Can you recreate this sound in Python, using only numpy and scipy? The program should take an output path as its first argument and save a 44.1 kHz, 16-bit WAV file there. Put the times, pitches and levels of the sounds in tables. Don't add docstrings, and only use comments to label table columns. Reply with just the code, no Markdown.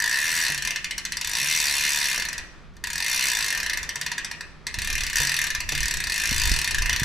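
import sys
import numpy as np
from scipy import signal
from scipy.fft import rfft, irfft
from scipy.io import wavfile
from scipy.ndimage import uniform_filter1d

SR = 44100
rng = np.random.default_rng(int(sys.argv[2]) if len(sys.argv) > 2 else 0)


def output_pcm(signal):
    pcm = np.clip(np.atleast_2d(signal).T, -1, 1) * 32767
    wavfile.write(sys.argv[1], SR, np.round(pcm).astype(np.int16))


def makeup_ratio(level_db):
    decades = np.asarray(level_db, float) / 20
    return 10 ** decades


N = 310464
BAND_EDGES_HZ = 320 * 2 ** np.arange(0, 6.1, 1 / 3)

# (frequency [Hz], density [dB per Hz])
STREET_SPECTRUM = [(88, -67), (150, -13), (244, -12.5), (283, -15.5), (565, -12.5), (790, -15),
                   (1280, -11.5), (4830, -26), (13000, -51)]
# (time [s], level [dB])
AIR_SWELL = [(0, -1), (2.42, 6.5), (2.66, 4), (2.72, 0), (3.5, 9), (4.45, 5), (4.64, 3), (7.04, 5)]
# (time [s], level [dB])
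GRIP = [(0, -54), (.17, -53), (.4, -50.5), (3.37, -54.5), (3.47, -51), (3.85, -47), (3.95, -56.5),
        (4.68, -51.5), (4.85, -38.5), (5.08, -43.5), (5.5, -48.5), (5.8, -37.5), (6.2, -47.5),
        (6.33, -33.5), (6.53, -30), (6.62, -41.5), (6.8, -35.5), (7.04, -38.5)]
# (frequency [Hz], side against mid [dB])
NOISE_WIDTH = [(30, -4.5), (125, -2.5), (250, -5), (600, -11), (5000, -11), (13000, -4)]
# (time [s], peak [dB], frequency [Hz], push + or pull - [ratio])
BUMPS = [(4.781, -20, 84, 0.79), (5.197, -16.5, 44.4, 0.57), (5.583, -23.5, 51.3, 0.82),
         (5.682, -17, 50, -0.44), (5.805, -24, 41.6, 0.83), (6.315, -19, 117, -0.8),
         (6.318, -14.5, 209, 0.69), (6.517, -18.5, 260, 1), (6.513, -6.5, 60.6, -0.53),
         (6.784, -15.5, 42.5, 0.84), (7.019, -12.5, 139, 0.96)]
# (time [s], peak [dB], knock [dB])
JOLTS = [
    (0.498, -36, -4.5),
    (1.42, -40, -4),
    (2.178, -50, 14.5),
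    (3.968, -40, -20),
    (5.201, -31, -4),
    (5.722, -32, 0),
    (6.313, -34.5, -25),
    (6.516, -38.5, -13),
    (7.02, -32, -15.5),
]
# (frequency [Hz], level [dB], t60 [s])
FRAME_MODES = [(143.8, 1, 0.91), (298.6, -9.5, 0.35), (452, -12.5, 0.29)]
# (frequency [Hz], t60 [s])
GARAGE_T60 = [(700, 0.52), (2000, 0.68), (5000, 0.6), (9000, 0.51), (14000, 0.35)]
# (time [s], nearness [dB], turn from -1 rim-on to 1 face-on [ratio])
VIEW = [(0, 0.5, 1.4), (.3, 0, 0.52), (.55, 1.7, 0.34), (1.2, 0.1, -0.48), (1.7, 1.25, -0.63),
        (2.12, -0.1, 0), (2.38, -4, 1.04), (2.8, -3.5, 1.1), (3.15, 1.05, -0.62), (3.65, -0.7, 1),
        (4.2, 2, 0.39), (4.42, -4, 1.26), (4.66, 0.3, 0.23), (5.1, 0.5, 0.28), (5.4, .5, 0.51),
        (5.9, 0.5, 0.23), (6.62, 5, -0.25), (6.9, 4.5, 0.94)]
# (frequency [Hz], t60 [s])
HUB_MODES = [(960, .08), (1010, .05), (1617, .08), (1735, .045), (1810, .11), (1860, .05), (1927, .09),
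             (2035, .08), (2101, .12), (2423, .12), (2466, .12), (2530, .12), (2596, .13), (2699, .07),
             (2852, .13), (3043, .1), (3548, .08), (4285, .08), (5620, .06), (5797, .065), (5857, .05),
             (6670, .04), (7870, .05), (8850, .04), (10590, .04), (12000, .008)]
HUB_MODE_DB = [-14.5, -11, -33, -6, -12, -9.5, -10, -13.5, -9.5, -23, -14, -25.5, -23, -15, -25.5, -15, -9,
               -18.5, -11, -9.5, -16, -9.5, -12, -10, -38, 3]
# (frequency [Hz], density [dB per Hz])
SNAP_SPECTRUM = [(400, -20.5), (850, -18.5), (970, -7.5), (1300, -13.5), (1800, 2), (2240, -3.5), (2600, 3),
                 (3250, -5), (4600, 4), (5450, -2), (5800, 2), (6250, -2.5), (12000, -9.5), (15600, -26)]
# (frequency [Hz], t60 [s])
SNAP_T60 = [(700, 0.25), (2000, 0.39), (4500, 0.091), (8000, 0.099), (14000, 0.025)]
# (frequency [Hz], side [dB])
SNAP_SPREAD = [(800, -8), (4000, -20), (8000, -11), (11000, -9), (15000, 3.5)]
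# (time [s], peak [dB])
TICKS = [
    (2.7373, -62),
    (2.7544, -64),
    (2.7665, -46.5),
]
# (time [s], teeth since stroke began [count])
FIRST_TURN = [
    [(.0012, 0), (.0769, 4), (.172, 10), (.3395, 23), (.4002, 28), (.4816, 34), (.5451, 37), (.5767, 38),
     (.6232, 39)],
    [(.6495, 0), (.6732, 1), (.7592, 3), (.8432, 4), (.9088, 5), (1.0512, 7), (1.1203, 8), (1.1696, 9),
     (1.2454, 11)],
    [(1.2723, 0), (1.3512, 4), (1.4288, 9), (1.6263, 24), (1.8084, 37), (2.1436, 61), (2.1589, 62),
     (2.3295, 68), (2.3797, 69)],
]
SECOND_TURN = [
    [(2.8391, 0), (2.8707, 1), (2.9305, 3), (2.9554, 4), (3.0022, 6), (3.1923, 17), (3.3508, 27),
     (3.7328, 43), (3.772, 44)],
    [(3.8297, 0), (3.8908, 1), (3.9564, 2), (4.1167, 5), (4.2457, 7), (4.3127, 8), (4.4073, 9)],
]
THIRD_TURN = [
    [(4.667, 0), (4.7412, 1), (4.7858, 2), (4.8177, 3), (4.8456, 4), (4.9004, 6), (5.0651, 12),
     (5.0985, 13), (5.1303, 14)],
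    [(5.1568, 0), (5.1823, 2), (5.2005, 3), (5.2495, 6), (5.3412, 10), (5.415, 13), (5.5029, 16),
     (5.5483, 17), (5.6031, 18)],
    [(5.6893, 0), (5.7502, 2), (5.8301, 5), (5.8812, 7), (6.0025, 11)],
    [(6.039, 0), (6.0968, 2), (6.1785, 6), (6.4538, 21), (6.4732, 22), (6.6433, 29), (6.9287, 37),
     (6.9612, 38), (7.0321, 40)],
]
STROKE_DB = [-1.4, .5, 0.022, 0.61, -1.24, -0.12, 1.7, 0.5, -1.76]
# (frequency [Hz], left minus right [dB])
MIC_TILT = [(60, -1.0), (250, -2.5), (500, 0.0), (950, 0.0), (2380, 0.5), (5980, 1.5), (9500, 2.5),
            (14000, 0.0)]
# (frequency [Hz], gain [dB])
TOP_CUT = [(15650, 0), (15900, -45)]
# (lower edge [Hz], threshold [dB])
TOP_GATES = [(14000, -72), (12700, -74)]


def in_time(rows):
    s, *columns = np.transpose(rows)
    return [np.interp(np.arange(N) / SR, s, c) for c in columns]


def at_hz(points, hz):
    table_hz, value = np.array(points).T
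    return np.interp(np.log(hz), np.log(table_hz), value)


def rms_one(x):
    return x / np.sqrt(np.mean(x ** 2) + 1e-20)


def coloured(x, spectrum):
    x = np.asarray(x)
    size = x.shape[-1]
    hz = np.maximum(np.arange(size // 2 + 1) * SR / size, 1)
    return irfft(rfft(x) * makeup_ratio(at_hz(spectrum, hz)), size)


def lift(x, band, gain_db):
    return x + coloured(x, band) * (makeup_ratio(gain_db) - 1)


def train(at, size):
    return np.bincount(at.ravel(), size.ravel(), N)


def ring(impulses, hz, t60_s):
    r = makeup_ratio(-60 / (t60_s * SR))
    w = 2 * np.pi * hz / SR
    return signal.lfilter([0, np.sin(w)], [1, -2 * r * np.cos(w), r * r], impulses + 1e-18)


def dying_noise(t60s, size, channels):
    white = rng.standard_normal((2, channels, size))
    t = np.arange(size) / SR
    out = 0
    for k, (low, high) in enumerate(zip(BAND_EDGES_HZ, BAND_EDGES_HZ[1:])):
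        bandpass = signal.butter(2, [low, high], "band", fs=SR, output="sos")
        band = signal.sosfilt(bandpass, white[k % 2])
        out = out + band * makeup_ratio(-60 * t / at_hz(t60s, np.sqrt(low * high)))
    return out / np.sqrt(np.sum(out ** 2, axis=1, keepdims=True))


def pair_noise(spectrum):
    mid, side = coloured(rng.standard_normal((2, N)), spectrum)
    side = coloured(side, NOISE_WIDTH)
    return rms_one(np.array([mid + side, mid - side]))


def street():
    return makeup_ratio(-57 + in_time(AIR_SWELL)[0]) * pair_noise(STREET_SPECTRUM)


def lumps():
    knots = rng.standard_normal(200)
    return np.interp(np.arange(N) / SR * 12, np.arange(200), knots)


def rumble():
    lump_db = 2.5
    grip_db, = in_time(GRIP)
    deep = pair_noise([(12, 5.0), (25, 3.0), (48, 7.5), (90, -3.0), (140, -13.5), (300, -72)])
    upper = pair_noise([(60, -19), (110, -8), (155, 5), (250, -4.5), (400, -6.5), (800, -63), (2000, -70)])
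    deep_db = grip_db + 5.5 + lump_db * lumps()
    upper_db = -54 + 0.34 * (grip_db - grip_db.min()) + .5 * lump_db * lumps()
    return makeup_ratio(deep_db) * deep + makeup_ratio(upper_db) * upper


def bumps():
    out = np.zeros(N)
    for s, peak_db, hz, way in BUMPS:
        push = train(np.array([int(s * SR)]), way * makeup_ratio([peak_db]))
        out += ring(push, hz, 3.5 / hz)
    return out


def frame():
    s, peak_db, knock_db = np.transpose(JOLTS)
    at = (s * SR).astype(int)
    hum = sum(ring(train(at, makeup_ratio(peak_db + db - 4.5)), hz, t60_s) for hz, db, t60_s in FRAME_MODES)
    puff = signal.lfilter([1], [1, -makeup_ratio(-60 / (.08 * SR))], train(at, makeup_ratio(peak_db + knock_db)))
    bandpass = signal.butter(2, [150, 900], "band", fs=SR, output="sos")
    knock = signal.sosfilt(bandpass, rng.standard_normal(N))
    return hum + puff * rms_one(knock)


def garage(x):
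    tail = dying_noise(GARAGE_T60, size=40000, channels=2)
    tail = np.pad(tail, ((0, 0), (300, 0)))
    return makeup_ratio(-11) * signal.fftconvolve(x[None], tail, axes=1)[:, :N]


def drops(stroke):
    s, teeth = np.transpose(stroke)
    tooth = np.arange(teeth[-1] + 1)
    slope = np.gradient(s, teeth, edge_order=2)
    i = np.minimum(np.searchsorted(teeth, tooth, "right") - 1, len(s) - 2)
    step, gap = np.diff(teeth)[i], np.diff(s)[i]
    u = (tooth - teeth[i]) / step
    bend = (1 - u) * (slope[i] * step - gap) - u * (slope[i + 1] * step - gap)
    at = s[i] + u * gap + u * (1 - u) * bend
    return np.transpose([at, 1 / np.gradient(at)])


def clicks():
    drop_db, db_per_doubling = -24.5, 1
    scatter_db, scatter_s = .7, .0003
    strokes = [drops(stroke) for stroke in FIRST_TURN + SECOND_TURN + THIRD_TURN]
    s, rate = np.concatenate(strokes).T
    speed = np.log2(rate / 40)
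    scatter = rng.standard_normal((2, len(s)))
    force_db = np.repeat(STROKE_DB, [len(p) for p in strokes])
    level_db = drop_db + force_db + db_per_doubling * speed + scatter_db * scatter[0]
    dropped = list(zip(s + scatter_s * scatter[1], level_db))
    return dropped, in_time(np.transpose([s, speed]))[0]


def contacts(events, spread_s, bounce_db, count):
    s, level_db = np.transpose(events)
    draw = rng.random((len(s), 3 * count)).reshape(-1, 3, count)
    late_s = spread_s * -np.log(1 - draw[:, 0])
    late_s[:, 0] = .0009
    size = makeup_ratio(bounce_db + 2 * draw[:, 1]) * np.sign(draw[:, 2] - .5)
    size[:, 0] = 1
    size *= makeup_ratio(level_db[:, None]) / np.linalg.norm(size, axis=1, keepdims=True)
    at = ((s[:, None] + late_s - .0004) * SR).astype(int)
    return np.clip(at, 0, N - 1), size


def sprockets(at, size):
    swell_s, crack_db, teeth_per_position = .0006, 27.5, 3
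    crack_t60 = [(700, .022), (4000, .014), (15000, .022)]
    response = makeup_ratio(26) * dying_noise(SNAP_T60, size=9000, channels=8)
    response[:, :1500] += makeup_ratio(crack_db) * dying_noise(crack_t60, size=1500, channels=8)
    response *= 1 - np.exp(-np.arange(9000) / (swell_s * SR))
    response[:, 40] += makeup_ratio(11)
    away = (np.arange(len(at))[:, None] / teeth_per_position - np.arange(8) + 4) % 8 - 4
    share = np.cos(np.pi / 2 * np.clip(away, -1, 1))
    return sum(signal.fftconvolve(train(at, size * share[:, [k]]), response[k])[:N] for k in range(8))


def radiated(x, spectrum):
    hz = np.maximum(np.arange(2049) * SR / 4096, 1)
    cepstrum = irfft(np.log(makeup_ratio(at_hz(spectrum, hz))))
    cepstrum[1:2048] *= 2
    cepstrum[2049:] = 0
    response = irfft(np.exp(rfft(cepstrum)))
    return signal.fftconvolve(x, response[None], axes=1)[:, :N]


def ratchet(near_db, turn):
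    dropped, speed = clicks()
    at, size = contacts(dropped + TICKS, spread_s=.002, bounce_db=-16.0, count=12)
    strengths = makeup_ratio(HUB_MODE_DB + 1.5 * rng.standard_normal((len(at), len(HUB_MODES))))
    size = size * makeup_ratio(near_db[at])
    modes = sum(ring(train(at, size * strengths[:, [k]]), hz, t60_s)
                for k, (hz, t60_s) in enumerate(HUB_MODES))
    hub = radiated(np.array([sprockets(at, size) + modes, sprockets(at, size)]), SNAP_SPECTRUM)
    low = [(1100, -8), (1500, -8), (1680, 0), (1880, 0), (2050, -12), (2300, -60)]
    hub = lift(hub, low, 6 * turn)
    hub = lift(hub, [(2100, -60), (2300, 0), (2850, 0), (3100, -60)], -0.5 - 0.5 * turn)
    hub = lift(hub, [(5000, -40), (9000, 0)], 2 * speed)
    return hub[0], coloured(hub[1], SNAP_SPREAD)


def scene():
    near_db, turn = in_time(VIEW)
    hub, unlike = ratchet(near_db, turn)
    pan_db = -0.35 + 0.1 * turn
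    direct = (hub + frame() + unlike * [[1], [-1]]) * makeup_ratio(np.outer([.5, -.5], pan_db))
    grip = bumps() * makeup_ratio([[-1], [1]])
    return direct + garage(hub) + grip + rumble() + street()


def band_limit(x):
    return signal.sosfilt(signal.butter(12, 15780, fs=SR, output="sos"), x)


def record(dry):
    left = coloured(dry[0], [(hz, db / 2) for hz, db in MIC_TILT])
    right = coloured(dry[1], [(hz, -db / 2) for hz, db in MIC_TILT])
    heard = coloured([left, right], TOP_CUT)
    for hz, gate_db in TOP_GATES:
        top = coloured(heard, [(.98 * hz, -60), (hz, 0)])
        power = uniform_filter1d(np.mean(top ** 2, axis=0), size=700)
        faint = power < makeup_ratio(2 * gate_db)
        heard = heard - top * uniform_filter1d(faint * 1., size=200)
    return band_limit(heard)


dry = scene()
out = record(dry)
output_pcm(out)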